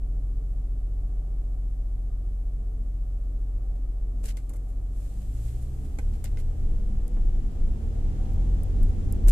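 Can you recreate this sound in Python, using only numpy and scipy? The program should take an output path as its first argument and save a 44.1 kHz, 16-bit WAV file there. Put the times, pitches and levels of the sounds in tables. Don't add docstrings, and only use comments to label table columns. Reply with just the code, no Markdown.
import sys
import numpy as np
from scipy import signal
from scipy.fft import rfft, irfft, next_fast_len
from scipy.io import wavfile
from scipy.ndimage import map_coordinates

SR = 44100
rng = np.random.default_rng(int(sys.argv[2]) if len(sys.argv) > 2 else 0)


def generate_wav(signal):
    frames = np.transpose(np.atleast_2d(signal))
    scaled = np.clip(frames, -1, 1) * 32767
    pcm = np.round(scaled).astype(np.int16)
    wavfile.write(sys.argv[1], SR, pcm)


def makeup_ratio(level_db):
    decades = np.asarray(level_db, float) / 20
    return 10 ** decades


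N = 410571
TIME = np.arange(N) / SR
STEP = 16
COARSE = TIME[::STEP]
PULL_AWAY_S = 4.97

# frequency in Hz, likeness from -1 to 1.
ALIKE = [(30, 0.76), (60, 0.68), (130, 0.77), (280, 0.89), (620, 0.59), (1340, -0.22), (2920, 0.056),
         (6360, -0.01), (13800, 0.01)]
# frequency in Hz, left minus right in dB.
PORTS = [(4500, 0), (6000, -3.5), (7700, -10), (8800, 0), (10000, 6.5), (11500, 14), (14000, 13)]


def unit(x):
    return x / np.sqrt(np.mean(x ** 2) + 1e-20)


def along(points, hz):
    f, v = np.transpose(points)
    return np.interp(np.log(hz + 1), np.log(f + 1), v)


def curves(rows, t=TIME):
    s, *cols = np.transpose(rows)
    return [np.interp(t, s, c) for c in cols]


def wobble(rate, t=COARSE):
    knots = rng.standard_normal(200)
    return np.interp(t, COARSE, map_coordinates(knots, [COARSE * rate]))


def filtered(x, response):
    m = next_fast_len(N + SR // 2)
    return irfft(rfft(x, m) * response(np.fft.rfftfreq(m, 1 / SR)), m)[..., :N]


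def rush(spectrum, alike):
    def shape(hz):
        turn = np.arccos(np.clip(along(alike, hz), -1, 1)) / 2
        return makeup_ratio(along(spectrum, hz)) * [np.cos(turn), np.sin(turn)]

    mid, side = filtered(rng.standard_normal((2, N)), shape)
    return unit(np.array([mid + side, mid - side]))


def sided(x, balance):
    return filtered(x, lambda hz: makeup_ratio(along(balance, hz) * [[.5], [-.5]]))


def turning(hz):
    return 2 * np.pi * np.cumsum(hz) * STEP / SR


def decades():
    creep_s = 0.11
    return np.log10(np.clip(TIME - PULL_AWAY_S, 0, None) + creep_s)


def port_hiss():
    # frequency in Hz, dB per Hz.
    hiss_color = [(500, -16), (1200, 3), (2000, 1), (4000, -2), (5500, -2), (7800, 1.5), (9500, 0),
                  (11000, -2.5), (14200, -3.5)]
    # frequency in Hz, left minus right in dB.
    hiss_sides = [(6000, 0), (7700, -5.5), (8500, 1), (9600, 6), (14000, 6)]
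    return makeup_ratio(-70) * sided(rush(hiss_color, [(1000, 0)]), hiss_sides)


def engine_bay():
    # frequency in Hz, dB per Hz.
    wash_color = [(12, -17), (50, -1.5), (100, -4.5), (170, -15), (340, -18), (450, -24), (640, -27.5),
                  (770, -24), (815, -34.5), (1050, -39), (1230, -32), (1340, -41), (2000, -49.5),
                  (4000, -75)]
    return makeup_ratio(-46 + 0.96 * wobble(5, TIME)) * rush(wash_color, ALIKE)


def road():
    # frequency in Hz, dB per Hz.
    rumble_color = [(29, -37), (50, -1), (70, -5), (100, -13), (150, -19.5), (220, -21), (270, -26),
                    (335, -24.5), (400, -32.5), (520, -34), (700, -78)]
    # frequency in Hz, dB per Hz.
    roar_color = [(300, -35), (400, 3), (470, -5), (780, -6), (1000, -15.5), (1600, -18.5), (2600, -23.5),
                  (3350, -24), (4200, -28), (7000, -27.5), (9500, -32), (14000, -49)]
    # frequency in Hz, left-right likeness from -1 to 1.
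    road_alike = [(35, 0.63), (60, 0.75), (130, 0.66), (280, 0.76), (620, 0.24), (1340, -0.46),
                  (2920, 0.13), (6360, -0.14), (13800, 0.24)]
    patch_db = 2.5 * np.exp(-((TIME - 8.25) / 0.44) ** 2)
    surface = wobble(3.3, TIME)
    rumble_db = -43 + 19.5 * decades() + 0.7 * surface + 1.1 * wobble(9.5, TIME)
    roar_db = -60 + 10.5 * decades() + patch_db + 0.4 * surface
    rumble = makeup_ratio(rumble_db) * rush(rumble_color, road_alike)
    return rumble + makeup_ratio(roar_db) * sided(rush(roar_color, road_alike), PORTS)


def hums():
    # start in seconds, end in seconds, from Hz, to Hz, level in dB.
    glides = [(2.552, 2.94, 207, 199.4, -49.5), (4.098, 4.408, 196.8, 215, -50),
              (5.056, 5.403, 190.5, 196.3, -49), (5.256, 5.495, 268, 272, -53),
              (5.701, 6.1, 264.6, 288, -48), (7.812, 8.145, 464, 482, -52), (5.895, 6.408, 65.2, 94.4, -43),
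              (6.688, 7.193, 215.2, 192.8, -41.5), (7.2, 7.7, 252, 257.2, -52),
              (7.503, 8.4, 74, 100.4, -44), (7.547, 8.2, 204.6, 254, -44), (7.75, 8.402, 196, 196.8, -46),
              (8.102, 8.5, 759, 787, -55), (8.606, 9.048, 239.4, 210.5, -39.5), (9.06, 9.4, 218, 228, -40)]
    out = 0
    for start, end, from_hz, to_hz, db in glides:
        u = np.clip((COARSE - start) / (end - start), 0, 1)
        phase = turning(from_hz + (to_hz - from_hz) * u) + .5 * wobble(10)
        out = out + makeup_ratio(db - 1.5 + 0.94 * wobble(10)) * np.sin(np.pi * u) * np.sin(phase)
    return out


def mount():
    # time in seconds, peak in dB.
    snaps = [
        (7.0797, -41),
        (7.2604, -58),
        (8.3344, -55),
        (8.634, -41),
        (8.8308, -39),
        (9.1247, -34),
        (9.158, -58),
    ]
    kicks, t = np.zeros(N), TIME[:200]
    for s, db in snaps:
        decay = makeup_ratio(db + 9 - 60 * t / 0.009)
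        kicks[round(s * SR):][:len(t)] = decay * rng.standard_normal(len(t))

    def housing(hz):
        u = hz / 7600
        return ((1j * u) ** 2 / (1 - u ** 2 + 1j * hz / 6100)) ** 2

    return filtered(kicks, housing) * makeup_ratio([[0], [-25]])


def trim(hz):
    # centre in Hz, width in Hz, level in dB.
    hollows = [(300, 130, 4), (560, 90, 6.5), (800, 120, -0.5), (1526, 46, 0.5), (2083, 52, 5.5),
               (2440, 250, -8)]
    out = 0
    for k, (c, w, db) in enumerate(hollows):
        out = out + (-1) ** k * makeup_ratio(db) * 1j * hz * w / (c * c - hz * hz + 1j * hz * w)
    return out


def scuffs():
    # start in seconds, length in seconds, dB above 6 kHz, dB below it, trim dB.
    strokes = [(4.231, 0.052, -51.5, -53.5, -66), (4.26, 0.052, -54, -55, -59),
               (4.277, 0.055, -56.5, -49, -67), (4.557, 0.021, -59, -73, -67),
               (4.679, 0.045, -70, -79, -70), (5.21, .03, -76, -68, -75), (5.477, 0.023, -74, -68, -72),
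               (5.612, 0.032, -63.5, -75, -78), (5.843, 0.027, -74, -70, -66),
               (6.128, 0.043, -70, -61, -64), (6.237, 0.055, -68, -52.5, -59), (6.382, 0.04, -59, -58, -65),
               (8.88, .02, -69, -75, -86), (9.282, 0.03, -45, -46, -62)]
    levels, t = np.zeros((3, N + SR)), TIME[:SR // 4]
    for s, length, *levels_db in strokes:
        grain = makeup_ratio(3.5 * map_coordinates(rng.standard_normal(200), [t * 400]))
        swell = np.abs(np.sin(np.pi * np.clip(t / length, 0, 1) ** 0.71)) ** 1.3
        levels[:, round(s * SR):][:, :len(t)] += makeup_ratio(levels_db)[:, None] * grain * swell
    return levels[:, :N]


def ticks():
    # time in seconds, peak dB above 6 kHz, dB below it, trim knock dB, tail t60 in seconds.
    contacts = [
        (3.761, -80, -63, -64, .05),
        (4.370, -49, -46.5, -53.5, 0.11),
        (4.494, -48, -59, -63, 0.071),
        (4.535, -53, -61, -64, 0.093),
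        (5.987, -49, -47, -40, 0.067),
        (6.242, -39.5, -47, -49, 0.068),
        (6.372, -64, -49, -53, 0.12),
        (7.168, -78, -72, -60, 0.04),
        (9.275, -46, -50, -58, .03),
        (9.283, -32.5, -41, -46, 0.066),
    ]
    levels, blows, t = np.zeros((3, N + SR)), np.zeros(N), TIME[:SR // 4]
    for s, top_db, middle_db, knock_db, t60 in contacts:
        at = round(s * SR)
        snap = makeup_ratio(-60 * t / 0.013) + makeup_ratio(-4.5 - 60 * t / t60)
        levels[:2, at:][:, :len(t)] += makeup_ratio([[top_db], [middle_db]]) * snap
        levels[2, at:][:len(t)] += makeup_ratio(knock_db + 3.0 - 60 * t / t60)
        blows[at] = makeup_ratio(knock_db + 23.0)
    return levels[:, :N], blows


def thuds():
    # time in seconds, level in dB.
    thumps = [
        (4.236, -44),
        (4.5, -46),
        (4.537, -47),
        (5.985, -47),
        (7.168, -41.5),
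        (8.82, -53),
        (9.269, -38),
    ]
    # frequency in Hz, dB per Hz.
    thud_color = [(100, -30), (200, 11), (350, 3.5), (600, 1), (1000, -8.5), (1800, -12), (2300, -45)]
    level, t = np.zeros(N + SR), TIME[:SR // 4]
    for s, db in thumps:
        level[round(s * SR):][:len(t)] += makeup_ratio(db - 60 * t / .12) * (1 - np.exp(-t / 0.0013))
    return level[:N] * rush(thud_color, ALIKE)


def handling():
    # time in seconds, level in dB.
    rub = [
        (4.1, -92),
        (4.2, -72),
        (4.9, -75),
        (4.97, -63.5),
        (5.28, -64.5),
        (5.48, -58.5),
        (5.62, -65),
        (6.6, -71.5),
        (7.5, -79),
    ]
    # frequency in Hz, dB per Hz.
    cloth_color = [(600, -40), (1500, -4.5), (3000, -2.5), (5500, -4.5), (7700, 1.5), (9000, 0),
                   (11500, -5.5), (14200, -9)]
    # frequency in Hz, gain in dB.
    wheel_rim = [(1200, 0), (2000, 1), (2700, 2.5), (3600, -1.5), (4500, 2), (5500, 2)]
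    near = [(1000, 0.32), (4000, 0.045)]
    rub_db, = curves(rub)
    tick_levels, blows = ticks()
    top, middle, dull = scuffs() + tick_levels

    cloth = sided(rush(cloth_color, near), PORTS)
    upper = filtered(cloth, lambda hz: 1 / (1 + (6000 / (hz + 1)) ** 10))
    rim = filtered(cloth - upper, lambda hz: makeup_ratio(along(wheel_rim, hz)))
    knock = unit(filtered(rush([(300, 0), (9000, 0)], near), trim))
    ring = filtered(blows, lambda hz: trim(hz) / (1 + 1j * hz / 2500) ** 2)
    ring = np.array([ring, np.roll(ring, 12)])
    slide = makeup_ratio(rub_db + 0.65 * wobble(20.5, TIME))
    return slide * cloth + top * upper + middle * rim + dull * knock + ring + thuds()


def boom():
    # Pitching, floor pan and cabin air modes, in Hz.
    body_hz = (23.7, 35.97, 43.86)
    resting_db = (-40.5, -40.5, -74)
    # peak in seconds, body ring in Hz, peak in dB, swell in seconds.
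    bumps = [(5.78, 34.6, -33, 0.15), (6.08, 30, -20.5, 0.057), (6.32, 37.3, -29.5, 0.12),
             (6.439, 25.0, -21.0, 0.12), (6.719, 21.9, -19.6, 0.2), (6.74, 39.9, -23.5, 0.26),
             (6.838, 25.9, -37, 0.17), (7.179, 36.6, -32.5, 0.26), (7.22, 26.9, -17, 0.14),
             (7.241, 40.8, -22.4, 0.066), (7.378, 42.3, -23.5, 0.079), (7.639, 24.2, -14.5, 0.08),
             (7.698, 39.4, -19, 0.032), (7.879, 27.7, -23, 0.08), (7.979, 38.7, -26.4, 0.14),
             (8.081, 29.45, -22.5, 0.16), (8.381, 33.0, -20.5, 0.043), (8.46, 42.7, -23.5, 0.31),
             (8.558, 37.5, -24, 0.25), (8.64, 27.3, -26.5, 0.061), (8.819, 31.5, -14.5, 0.05),
             (8.861, 20.7, -21.5, 0.12), (8.938, 32.3, -21, 0.037), (9.06, 38, -29, 0.12),
             (9.12, 26.6, -25.5, 0.046), (9.282, 35.0, -8.5, 0.057)]
    rolling = np.clip((COARSE - PULL_AWAY_S) / 0.26, 0, 1)
    shake_db = -36.5 + 6 * decades()[::STEP]
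    out = 0
    for hz, db in zip(body_hz, resting_db):
        level = makeup_ratio(db) + rolling * makeup_ratio(shake_db + 1.5 * wobble(6.5))
        out = out + level * np.sin(turning(hz * (1 + 0.06004 * wobble(6))))
    for s, hz, db, swell in bumps:
        u = np.clip((COARSE - s) / swell + 1, 0, None)
        envelope = (u * np.exp(1 - u)) ** 2
        out = out - makeup_ratio(db) * envelope * np.cos(2 * np.pi * hz * (COARSE - s))
    return out


def engine():
    # time in seconds, engine speed in rpm.
    rpm_rows = [(0, 888), (4.9, 884), (5.15, 961), (5.57, 1171), (5.86, 1341), (6.1, 1405), (6.55, 1476),
                (7.05, 1614), (7.45, 1703), (7.64, 1706), (7.8, 1455), (7.97, 1520), (8.35, 1680),
                (8.6, 1719), (9.0, 1780), (9.31, 1855)]
    # time in seconds, level in dB.
    rocking = [
        (0, -33.5),
        (2, -35.5),
        (4.25, -35),
        (4.4, -43),
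        (4.9, -37.5),
        (5.2, -40),
        (5.5, -68),
    ]
    # time in seconds, gain in dB.
    twist = [(0, 0), (4.2, 0), (4.5, -3), (5.0, -1.5), (5.15, -4), (5.37, 0), (6.2, -0.5), (6.6, 3),
             (7.05, -4.5), (7.3, -0.5), (7.6, -2.5), (7.72, -2), (7.9, -1), (8.4, 3.5), (9.31, 0.5)]
    # time in seconds, gain in dB.
    throttle = [
        (0, -0.5),
        (5, -2),
        (5.4, -2),
        (6, 0),
        (7.55, 0),
        (7.75, -6),
        (8.05, -3),
        (8.4, 3),
        (9.31, -6),
    ]
    main_orders = (3, 4.5, 6)
    main_levels = (-28, -45, -40.5)
    # frequency in Hz, gain in dB.
    cabin = [(44, 0), (70, -7.5), (79, -11), (90, -6.5), (110, 3), (130, -2.5), (142, -21.5), (172, -11)]
    # multiple of shaft speed, level in dB.
    upper_orders = [(1.5, -58), (7, -60), (7.5, -55), (9, -53), (9.5, -62), (12, -63), (13.5, -66),
                    (18, -59), (20, -66), (24, -72), (30, -67), (40, -73)]
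    # frequency in Hz, gain in dB.
    panels = [(60, 1), (135, -0.7), (165, -12), (197, 2.5), (230, -7), (268, -0.1), (296, -5), (330, -7.5),
              (390, -9.5), (440, -1.6), (490, -5.5), (560, -21), (592, 0.5), (640, -19)]
    rpm, = curves(rpm_rows, COARSE)
    rocking_db, = curves(rocking, COARSE)
    torque_db, = curves(twist, COARSE)
    load_db, = curves(throttle, COARSE)
    shaft_hz = rpm / 60 * (1 + .001 * wobble(5))
    angle = turning(shaft_hz) + 2.36

    out = makeup_ratio(rocking_db + 1.2 * wobble(6)) * np.sin(2 * angle)
    for k, db, unsteady_db in zip(main_orders, main_levels, (.4, 2.2, 1.5)):
        level_db = db + torque_db + along(cabin, k * shaft_hz) + unsteady_db * wobble(6)
        out = out + makeup_ratio(level_db) * np.sin(k * angle)
    for k, db in upper_orders:
        gain = makeup_ratio(db + load_db + along(panels, k * shaft_hz) + 1.8 * wobble(7))
        out = out + gain * np.sin(k * angle + .5 * wobble(8) + rng.uniform(0, 7))
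    return np.sqrt(2) * out


def tones():
    low = signal.resample_poly(hums() + boom() + engine(), STEP, 1, padtype="line")[:N]
    across = .14 * np.gradient(low) * STEP
    return np.array([low - across, low + across]) * makeup_ratio([[.15], [-.15]])


def scene():
    return engine_bay() + road() + mount() + handling() + tones()


def band_limit(x):
    return signal.sosfilt(signal.butter(12, 14440, fs=SR, output="sos"), x)


def record(dry):
    mix = filtered(dry + port_hiss(), lambda hz: makeup_ratio(-np.clip(hz - 14300, 0, 900) / 10))
    return band_limit(mix)


dry = scene()
out = record(dry)
generate_wav(out)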